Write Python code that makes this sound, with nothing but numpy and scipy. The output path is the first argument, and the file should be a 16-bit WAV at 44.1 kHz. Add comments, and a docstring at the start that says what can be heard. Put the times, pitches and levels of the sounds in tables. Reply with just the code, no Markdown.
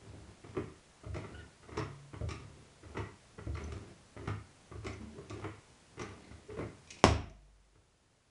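"""A soft rub of a shoe on a steel arm comes first, over faint hiss, then a trolley jack is pumped.
Place: parquet in a small room, heard by one microphone with the room's reflections strong around the steel.
Each stroke takes up slack, thumps the floor modes and clanks the linkage, made of swarms of tiny contacts
through coloured filters; pivots scrape, ping and squeak, and rubber and loaded steel rub and groan.
At last the shoe slips and the arm snaps free with a loud crack, which turns the recorder's gain down."""
import sys
import numpy as np
from scipy import signal
from scipy.io import wavfile
from scipy.ndimage import uniform_filter1d

SR = 44100
rng = np.random.default_rng(int(sys.argv[2]) if len(sys.argv) > 2 else 0)


def wav_out(sig):
    """Save sig, one row per channel (or a flat mono array), as 16-bit PCM at SR to the path in sys.argv[1]."""
    wavfile.write(sys.argv[1], SR, np.round(np.clip(np.atleast_2d(sig).T, -1, 1) * 32767).astype(np.int16))


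N = 366010

# Levels of events are in dB before the trim of their layer; colours and modes are relative.
# t60_s is the time to die by 60 dB.

# air and microphone noise, colour: hz, level_db
HISS = [(20, -9.5), (90, 1), (170, -5.5), (270, -8), (500, -10), (1000, -13.5), (2000, -17), (4000, -20),
        (7000, -21), (10500, -25)]
# room decay: hz, t60_s
ROOM = [(100, 0.63), (300, 0.31), (700, 0.38), (2300, 0.47), (5500, 0.32), (10000, .28)]
# modes of the floor: pitch_hz, level_db, t60_s
FLOOR = [(56, -16.5, .25), (76.4, 8.5, .36), (102.4, 8, 0.37), (122, -12.5, .2), (142.4, -12, 0.96)]
# clusters of close modes in the steel arm: centre_hz, spread_hz (either side), level_db, t60_s
ARM = [(189.2, 13, -5.5, 0.53), (258, 44, 1, .42), (393, 53, -9, 0.58), (673, 45, -11.5, 0.72),
       (1078, 110, -1.5, 0.19), (2217, 250, -10, 0.21), (3310, 650, -15, 0.43), (5450, 340, -10, 0.38),
       (7970, 120, -20, .32)]
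# colours of the heavy frame, the lever, the pivots, the rubbing and the snap: hz, level_db
FRAME = [(70, -29), (130, 2.5), (185, -2), (250, -4), (310, 4.5), (372, 2.5), (440, 0.5), (520, -9.5),
         (600, -9), (660, -5), (780, -22.5), (1200, -46.5)]
LEVER = [(500, -22), (800, -2), (1000, 0.5), (1150, 5), (1340, 3), (1630, -7.5), (2050, -0.5),
         (2600, -11.5), (3050, -14), (3700, -24.5), (5400, -32), (9000, -46.5)]
PIVOT = [(1200, -26), (2300, 7.5), (3300, -1.5), (3800, 2), (4250, -1), (4800, -4), (5450, 3), (6200, -3),
         (7100, -4.5), (7900, -7.5), (9000, -10), (10500, -26)]
RUB = [(100, -18), (180, 0.5), (370, 3.5), (520, -6.5), (900, -11.5), (1300, -16), (2200, -18),
       (3500, -23.5), (8000, -34)]
SNAP = [(40, -39), (150, -17.5), (350, -0.5), (720, 1.5), (1100, -2.5), (1700, -10.5), (2700, -10),
        (4200, -16), (5600, -15), (7000, -18.5), (10500, -30)]

# further slides of the shoe on the arm, one already under way as the sound begins and one as the shoe slips
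# before the crack: start_s, length_s, rub_db, rumble_db, fade_db (over the length)
CREEPS = [(0.0, 0.348, -52, -48, -4), (6.89, 0.25, -58.5, -66, 4.5)]
# the loaded frame and the rubber sole groan: start_s, length_s, level_db, pitch_hz
GROANS = [(0.558, 0.046, -31, 379), (4.169, 0.13, -46, 369), (4.841, 0.051, -38.5, 378),
          (4.985, 0.078, -43.5, 209), (5.114, 0.16, -49, 378.3), (5.312, 0.15, -45.5, 367),
          (6.475, 0.067, -40, 385)]
# pivots squeak: start_s, length_s, level_db, pitch_hz, glide_hz_per_s
SQUEAKS = [(1.338, 0.025, -48, 1440, 1000), (1.368, 0.044, -53.5, 1596, -7000),
           (1.38, 0.052, -58.5, 1980, -6000), (6.227, 0.04, -58.5, 2026, -500),
           (6.312, 0.018, -59, 2000, -2000)]
# dry steel slips under the load: start_s, level_db
SLIPS = [(3.7199, -51), (5.296, -48.5), (6.8733, -57), (6.9037, -43.5), (6.986, -52.5)]
# small parts ping: start_s, level_db, pitch_hz, t60_s
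PINGS = [(1.785, -47, 5430, 0.041), (3.544, -55.5, 4270, .04), (3.639, -49.5, 6130, 0.021),
         (4.867, -57, 5920, 0.025), (4.9323, -54, 6100, 0.011), (6.0192, -46.5, 6030, 0.013),
         (6.9063, -46, 6400, 0.012), (7.2978, -51.5, 5950, 0.0052)]
# low resonances that linger after the hardest blows: start_s, level_db, pitch_hz, t60_s
HUMS = [(1.792, -42.5, 141, 1.44), (7.051, -33, 49.4, 1.6)]
# the jack rocks on the floor, and the low modes swell a second time: start_s, level_db, drop_s (delay of the
# second swell)
THUMPS = [(1.061, -38.5, .041), (1.313, -44.5, .042), (2.209, -31, .035), (3.465, -32, .043),
          (3.674, -40, 0.043), (4.752, -40, .045)]
# the load shifts with a single knock: start_s, frame_db, lever_db and thud_db (both relative to the frame)
KNOCKS = [(0.134, -49, -14.5, -25), (1.239, -42.5, -4.5, -8), (1.629, -57.5, 0.5, 2), (1.717, -48.5, -2, 3),
          (3.718, -46, -2.5, -14), (4.828, -49, -7, -7), (5.18, -43.5, -11, -13), (6.308, -50.5, -8, 7),
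          (7.751, -55.5, -4.5, 7)]
# handle down: the slack closes, the pivots bite in two catches, then the arm slides against the shoe:
# start_s, slack_db, bite_delay_s, frame_db, lever_db (relative), scrape_db, second_catch_db (relative),
# slide_length_s, rub_db, rumble_db, fade_db (over the slide)
PUSHES = [(1.033, -48.5, 0.11, -40, -7, -54.5, 2.5, 0.37, -47, -55, -9.5),
          (2.13, -43, 0.157, -44, -2.5, -46.5, 2.5, 0.4, -50.5, -49, -9),
          (3.379, -43.5, 0.17, -50.5, 4.5, -57, 1, 0.39, -48, -45.5, -3.5),
          (4.711, -45, 0.134, -46, -2.5, -52.5, 7.5, 0.54, -47, -47.5, -12.5),
          (5.969, -47, 0.024, -39.5, -2.5, -47.5, -0.5, 0.53, -43, -46, -23)]
# handle up: the slack closes, the linkage rattles, then grazes its stop, hits it and rebounds:
# start_s, slack_db, rattle_db, stop_delay_s, frame_db, lever_db (relative), thud_db (relative), scrape_db,
# graze_db (relative), rebound_db (each, relative to the one before)
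LIFTS = [(0.436, -48.5, -51, 0.13, -34.5, -5.5, -6, -65, -12.5, -13.5),
         (1.68, -48.5, -46.5, 0.09, -32.5, -3, -2.5, -44.5, -17, -5),
         (2.827, -51, -53, 0.140, -34.5, -3, -5.5, -53, -9.5, -7),
         (4.163, -43.5, -51.5, 0.11, -35, -3, 6, -52, -16, -13),
         (5.297, -42, -49.5, 0.144, -37, -3, -10, -67, -8.5, -11.5),
         (6.493, -47.5, -49.5, 0.093, -34.5, -9.5, -6, -67, -5, -3.5)]
# the arm snaps free, followed by a few sharp echoes: start_s, strength_db
CRACK = [(7.0408, 4), (7.0505, -12.5), (7.0561, -12.5), (7.0625, -10.5), (7.0700, -17.5), (7.0845, -16)]
# the arm's weight lands on the floor: start_s, level_db
LANDING = [(7.043, -18.5), (7.083, -21.5), (7.109, -33)]

# time from one contact to the next as steel bounces
BOUNCE_S = 0.019
# time scales of the clatter, before the frame and the lever stretch them
SLACK_CLATTER_S, SLACK_SNAP_CLATTER_S, BITE_CLATTER_S = 0.0048, 0.0025, 0.0041
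STOP_CLATTER_S, KNOCK_CLATTER_S = 0.0044, 0.0051
SCRAPE_CLATTER_S = 0.0038  # used as it is
# a slack knock and a bite, relative to the frame
SLACK_LEVER_DB, SLACK_THUD_DB, BITE_THUD_DB = -10, 0, -3
# the loose lever snaps home just after each slack knock: delay, frame relative to that knock, lever to the frame
SLACK_SNAP_S, SLACK_SNAP_DB, SLACK_SNAP_LEVER_DB = 0.009, -5.5, 0
# the rattle of a lift grows towards the stop and shakes the floor a little
RATTLE_SWELL_DB, RATTLE_RUMBLE_DB = 1.5, -4
# after the stop the jack settles: levels relative to the blow
SETTLE_S, SETTLE_DB, SETTLE_RUMBLE_DB, SETTLE_FADE_DB = 0.2, -16, -5.5, -17.5
# every rub starts and stops softly
RUB_ATTACK_S, RUB_RELEASE_S = 0.027, 0.044
# relative to the thump: the second swell and the jolt of the frame; then the lever relative to that jolt
SECOND_SWELL_DB, JOLT_DB, JOLT_LEVER_DB = 0, -8, -16.5
# upper band limit of the recorder
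EDGE_HZ = 10650


def amp(db):
    """Turns decibels into an amplitude factor."""
    return 10 ** (np.asarray(db) / 20)


def evened(x):
    """Scales a steady sound to rms 1."""
    return x / np.sqrt(np.mean(x ** 2) + 1e-20)


def topped(x):
    """Scales a blow so that its loudest 10 ms have rms 1."""
    return x / np.sqrt(uniform_filter1d(x ** 2, size=441, mode="constant").max() + 1e-20)


def read(points, hz):
    """Reads a curve between its points, on a logarithmic frequency scale."""
    f, value = np.transpose(points)
    return np.interp(np.log(hz + 1), np.log(f + 1), value)


def add(mix, s, sound):
    """Lays a sound into the mix at s seconds, cut at the end."""
    part = mix[round(s * SR):][:len(sound)]
    part += sound[:len(part)]


def through(x, response):
    """Convolves with an impulse response, keeping the length."""
    return signal.fftconvolve(x, response)[:len(x)]


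def colour(points):
    """Causal (minimum-phase) impulse response with the given spectrum and energy 1."""
    hz = abs(np.fft.fftfreq(4096, 1 / SR))
    log_gain = np.log(amp(read(points, hz)))
    spectrum = np.exp(np.conj(signal.hilbert(log_gain)))
    response = np.fft.ifft(spectrum).real[:2048]
    return response / np.linalg.norm(response)


def varied(points, spread_db):
    """The same part struck at another spot: its resonances shift in strength."""
    hz, db = np.transpose(points)
    return np.transpose([hz, db + spread_db * rng.standard_normal(len(hz))])


def ring(modes):
    """Sum of dying sines."""
    t = np.arange(2 * SR) / SR
    return sum(amp(db - 60 * t / t60) * np.sin(2 * np.pi * hz * t) for hz, db, t60 in modes)


def clatter(length_s, per_s=2200):
    """Loose steel meets in a quick swarm of small contacts that swells and dies."""
    u = np.arange(SR) / SR / length_s
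    contacts = rng.standard_normal(SR) * (rng.random(SR) < per_s / SR)
    return contacts * u * np.exp(-u)


def room_tail(build_s=0.0045):
    """Dense reflections of energy 1, building up softly, each band dying at its own speed."""
    hz, t, bands = signal.stft(rng.standard_normal(SR), SR, nperseg=256)
    decay = amp(-60 * t / read(ROOM, hz)[:, None])
    tail = signal.istft(bands * decay, SR, nperseg=256)[1][:SR]
    tail *= 1 - np.exp(-(np.arange(SR) / SR / build_s) ** 2)
    return tail / np.linalg.norm(tail)


def in_room(x, tail, wet_db):
    """Adds the room's reflections to the direct sound."""
    return x + amp(wet_db) * through(x, tail)


def hiss(hiss_db=-61):
    """Steady air and microphone noise."""
    return amp(hiss_db) * evened(through(rng.standard_normal(N), colour(HISS)))


def boom(rise_s=0.0072, low_hz=52):
    """The floor answers a push with a soft start and its beating low modes."""
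    modes = ring(FLOOR)
    modes = modes * (1 - np.exp(-np.arange(len(modes)) / SR / rise_s))
    return signal.sosfilt(signal.butter(2, low_hz, "highpass", fs=SR, output="sos"), modes)


def rubs():
    """Slides after bites, rattles before stops, settling, creeps: start_s, length_s, rub_db, rumble_db, fade_db."""
    rows = [(s + delay_s, *slide) for s, _, delay_s, _, _, _, _, *slide in PUSHES]
    for s, _, rattle_db, delay_s, db, *_ in LIFTS:
        rattle_s = delay_s + RUB_RELEASE_S
        rows.append((s, rattle_s, rattle_db, rattle_db + RATTLE_RUMBLE_DB, RATTLE_SWELL_DB))
        rows.append((s + delay_s, SETTLE_S, db + SETTLE_DB, db + SETTLE_RUMBLE_DB, SETTLE_FADE_DB))
    return rows + CREEPS


def rubbing(tail, per_s=500, rub_db=-7.5, rumble_db=-3):
    """Tiny slips of rubber and steel keep the frame and the floor stirring."""
    on_frame, on_floor = np.zeros((2, N))
    for s, length_s, db, low_db, fade_db in rubs():
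        t = np.arange(0, length_s, 1 / SR)
        attack = np.minimum(t / RUB_ATTACK_S, 1)
        release = np.minimum((length_s - t) / RUB_RELEASE_S, 1)
        shape = attack * release * amp(fade_db * t / length_s)
        add(on_frame, s, amp(db) * shape)
        add(on_floor, s, amp(low_db) * shape)
    slips = evened(rng.standard_normal(N) * (rng.random(N) < per_s / SR))
    rub = in_room(through(slips * on_frame, colour(RUB)), tail, wet_db=-2)
    rumble = evened(through(slips, boom())) * on_floor
    return amp(rub_db) * rub + amp(rumble_db) * rumble


def groans(tail, jitter=0.1, groan_db=-3):
    """Slow stick-slip under load keeps one low resonance going, unevenly."""
    out = np.zeros(N)
    for s, length_s, db, hz in GROANS:
        swell = signal.windows.hann(round(length_s * SR))
        noises = rng.standard_normal((2, SR))
        waver, grip = (evened(uniform_filter1d(z, size=220))[:len(swell)] for z in noises)
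        phase = 2 * np.pi * np.cumsum(hz * (1 + jitter * waver)) / SR
        groan = swell * amp(2 * grip) * np.sin(phase)
        add(out, s, amp(db + groan_db) * topped(groan))
    return in_room(out, tail, wet_db=-4.5)


def squeaks(tail, jitter=0.063, octave_db=-6, squeak_db=-2):
    """Unsteady stick-slip: wavering, gliding tones and their octaves."""
    out = np.zeros(N)
    for s, length_s, db, hz, glide in SQUEAKS:
        t = np.arange(0, length_s, 1 / SR)
        waver = evened(uniform_filter1d(rng.standard_normal(SR), size=50))[:len(t)]
        phase = 2 * np.pi * np.cumsum((hz + glide * t) * (1 + jitter * waver)) / SR
        tone = np.sin(phase) + amp(octave_db) * np.sin(2 * phase)
        add(out, s, amp(db + squeak_db) * signal.windows.hann(len(t)) * tone)
    return in_room(out, tail, wet_db=-3)


def scrapes():
    """The pivots slip twice at each bite and each stop, and now and then by themselves: start_s, level_db."""
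    bites = [(s + delay_s, db, second_db) for s, _, delay_s, _, _, db, second_db, *_ in PUSHES]
    stops = [(s + delay_s, db, rebound_db) for s, _, _, delay_s, _, _, _, db, _, rebound_db in LIFTS]
    pairs = [(s + k * BOUNCE_S, db + k * step_db) for s, db, step_db in bites + stops for k in range(2)]
    return pairs + SLIPS


def pivots(tail, scrape_db=-4, ping_db=-6, ping_s=0.0011):
    """Bright slips of dry steel, and the short ring of pins and washers."""
    out, steel = np.zeros(N), colour(PIVOT)
    for s, db in scrapes():
        slip = in_room(through(clatter(SCRAPE_CLATTER_S), steel), tail, wet_db=-1.0)
        add(out, s, amp(db + scrape_db) * topped(slip))
    for s, db, hz, t60 in PINGS:
        ping = in_room(through(clatter(ping_s), ring([(hz, 0, t60)])), tail, wet_db=-7)
        add(out, s, amp(db + ping_db) * topped(ping))
    return out


def clanks():
    """Every blow: start_s, frame_db, lever_db and thud_db (both relative to the frame), clatter_s."""
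    rows = []
    for s, db, *_ in PUSHES + LIFTS:
        snap_s, snap_db = s + SLACK_SNAP_S, db + SLACK_SNAP_DB
        rows.append((s, db, SLACK_LEVER_DB, SLACK_THUD_DB, SLACK_CLATTER_S))
        rows.append((snap_s, snap_db, SLACK_SNAP_LEVER_DB, SLACK_THUD_DB, SLACK_SNAP_CLATTER_S))
    for s, _, delay_s, db, lever_db, _, second_db, *_ in PUSHES:
        for k in range(2):
            bite_s = s + delay_s + k * BOUNCE_S
            rows.append((bite_s, db + k * second_db, lever_db, BITE_THUD_DB, BITE_CLATTER_S))
    for s, _, _, delay_s, db, lever_db, thud_db, _, graze_db, rebound_db in LIFTS:
        stop_s = s + delay_s
        rows.append((stop_s - BOUNCE_S, db + graze_db, lever_db, thud_db, STOP_CLATTER_S))
        for k in range(3):  # the hit and two rebounds
            rows.append((stop_s + k * BOUNCE_S, db + k * rebound_db, lever_db, thud_db, STOP_CLATTER_S))
    # a jolt adds no thud: the thump already shakes the floor
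    rows += [(s, db + JOLT_DB, JOLT_LEVER_DB, -np.inf, KNOCK_CLATTER_S) for s, db, _ in THUMPS]
    return rows + [(*knock, KNOCK_CLATTER_S) for knock in KNOCKS]


def floor(thump_db=-3, thud_db=-6, landing_db=-0.5):
    """Rocking, blows and the final landing all shake the same floor modes; a few low hums linger."""
    out, thud = np.zeros(N), topped(boom())
    for s, db, drop_s in THUMPS:
        add(out, s, amp(db + thump_db) * thud)
        add(out, s + drop_s, amp(db + thump_db + SECOND_SWELL_DB) * thud)
    for s, db, _, share_db, _ in clanks():
        add(out, s, amp(db + share_db + thud_db) * thud)
    for s, db in LANDING:
        add(out, s, amp(db + landing_db) * thud)
    for s, db, hz, t60 in HUMS:
        add(out, s, ring([(hz, db, t60)]))
    return out


def linkage(frame_db=-3, lever_db=-3.5, frame_slowness=1.23, lever_slowness=0.94, spread_db=1.5):
    """Each blow sounds the heavy, slow frame and the lighter lever, each time at another spot."""
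    out = np.zeros(N)
    tails = [room_tail() for _ in range(6)]  # blows take turns with six patterns of reflections
    for k, (s, db, clank_db, _, length_s) in enumerate(clanks()):
        tail = tails[k % len(tails)]
        frame, lever = colour(varied(FRAME, spread_db)), colour(varied(LEVER, spread_db))
        low = in_room(through(clatter(length_s * frame_slowness), frame), tail, wet_db=-1.5)
        high = in_room(through(clatter(length_s * lever_slowness), lever), tail, wet_db=-1.0)
        blow = amp(frame_db) * topped(low) + amp(lever_db + clank_db) * topped(high)
        add(out, s, amp(db) * blow)
    return out


def arm_ring(count=48):
    """Many close modes beat against each other in each cluster of the steel arm."""
    t, out = np.arange(SR) / SR, np.zeros(SR)
    for hz, spread_hz, db, t60 in ARM:
        offset, phase = rng.uniform(-1, 1, (2, count, 1))
        cluster = np.sin(2 * np.pi * ((hz + spread_hz * offset) * t + phase)).sum(0)
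        out += amp(db) * topped(cluster * amp(-60 * t / t60))
    return out


def crack(snap_db=8.0, arm_db=-22, frame_db=-20.0, shake_s=0.0091, rebound_db=-1.5):
    """One hard steel blow and a few sharp echoes ring the arm, shake the frame and fill the room."""
    blows, body, tail = np.zeros(N), np.zeros(N), room_tail()
    for k, (s, db) in enumerate(CRACK):
        side = (-1) ** k  # the pulses alternate in sign
        add(blows, s, side * amp([db + rebound_db * (k > 0)]))
    snap = amp(snap_db) * through(blows, colour(SNAP))
    shake = in_room(through(clatter(shake_s), colour(FRAME)), tail, wet_db=0.0)
    add(body, CRACK[0][0], amp(arm_db) * arm_ring() + amp(frame_db) * topped(shake))
    return in_room(snap, tail, wet_db=0.16) + body


def scene():
    """Sums the jack, shoe, floor and hiss into one channel."""
    tail = room_tail()
    steel = linkage() + floor() + pivots(tail)
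    friction = squeaks(tail) + groans(tail) + rubbing(tail)
    return (steel + friction + crack() + hiss())[None]


def record(dry, threshold_db=-16, range_db=10.0, recover_db_per_s=0.63, attack_s=0.0082):
    """Gain drops quickly on a loud peak and creeps back; overload rounds the peak; then the band limit."""
    over_db = np.clip(20 * np.log10(abs(dry[0]) + 1e-9) - threshold_db, 0, range_db)
    creep = recover_db_per_s * np.arange(N) / SR
    held_db = np.maximum.accumulate(over_db + creep) - creep
    keep = np.exp(-1 / (attack_s * SR))
    reduction_db = signal.lfilter([1 - keep], [1, -keep], held_db)
    ducked = dry * amp(-reduction_db)
    rounded = ducked / (1 + (ducked / 0.76) ** 4) ** 0.25  # levels off towards 0.76
    band_limit = signal.firwin(255, EDGE_HZ, window=("kaiser", 8), fs=SR)
    return signal.oaconvolve(rounded, band_limit[None], "same")


dry = scene()
out = record(dry)
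wav_out(out)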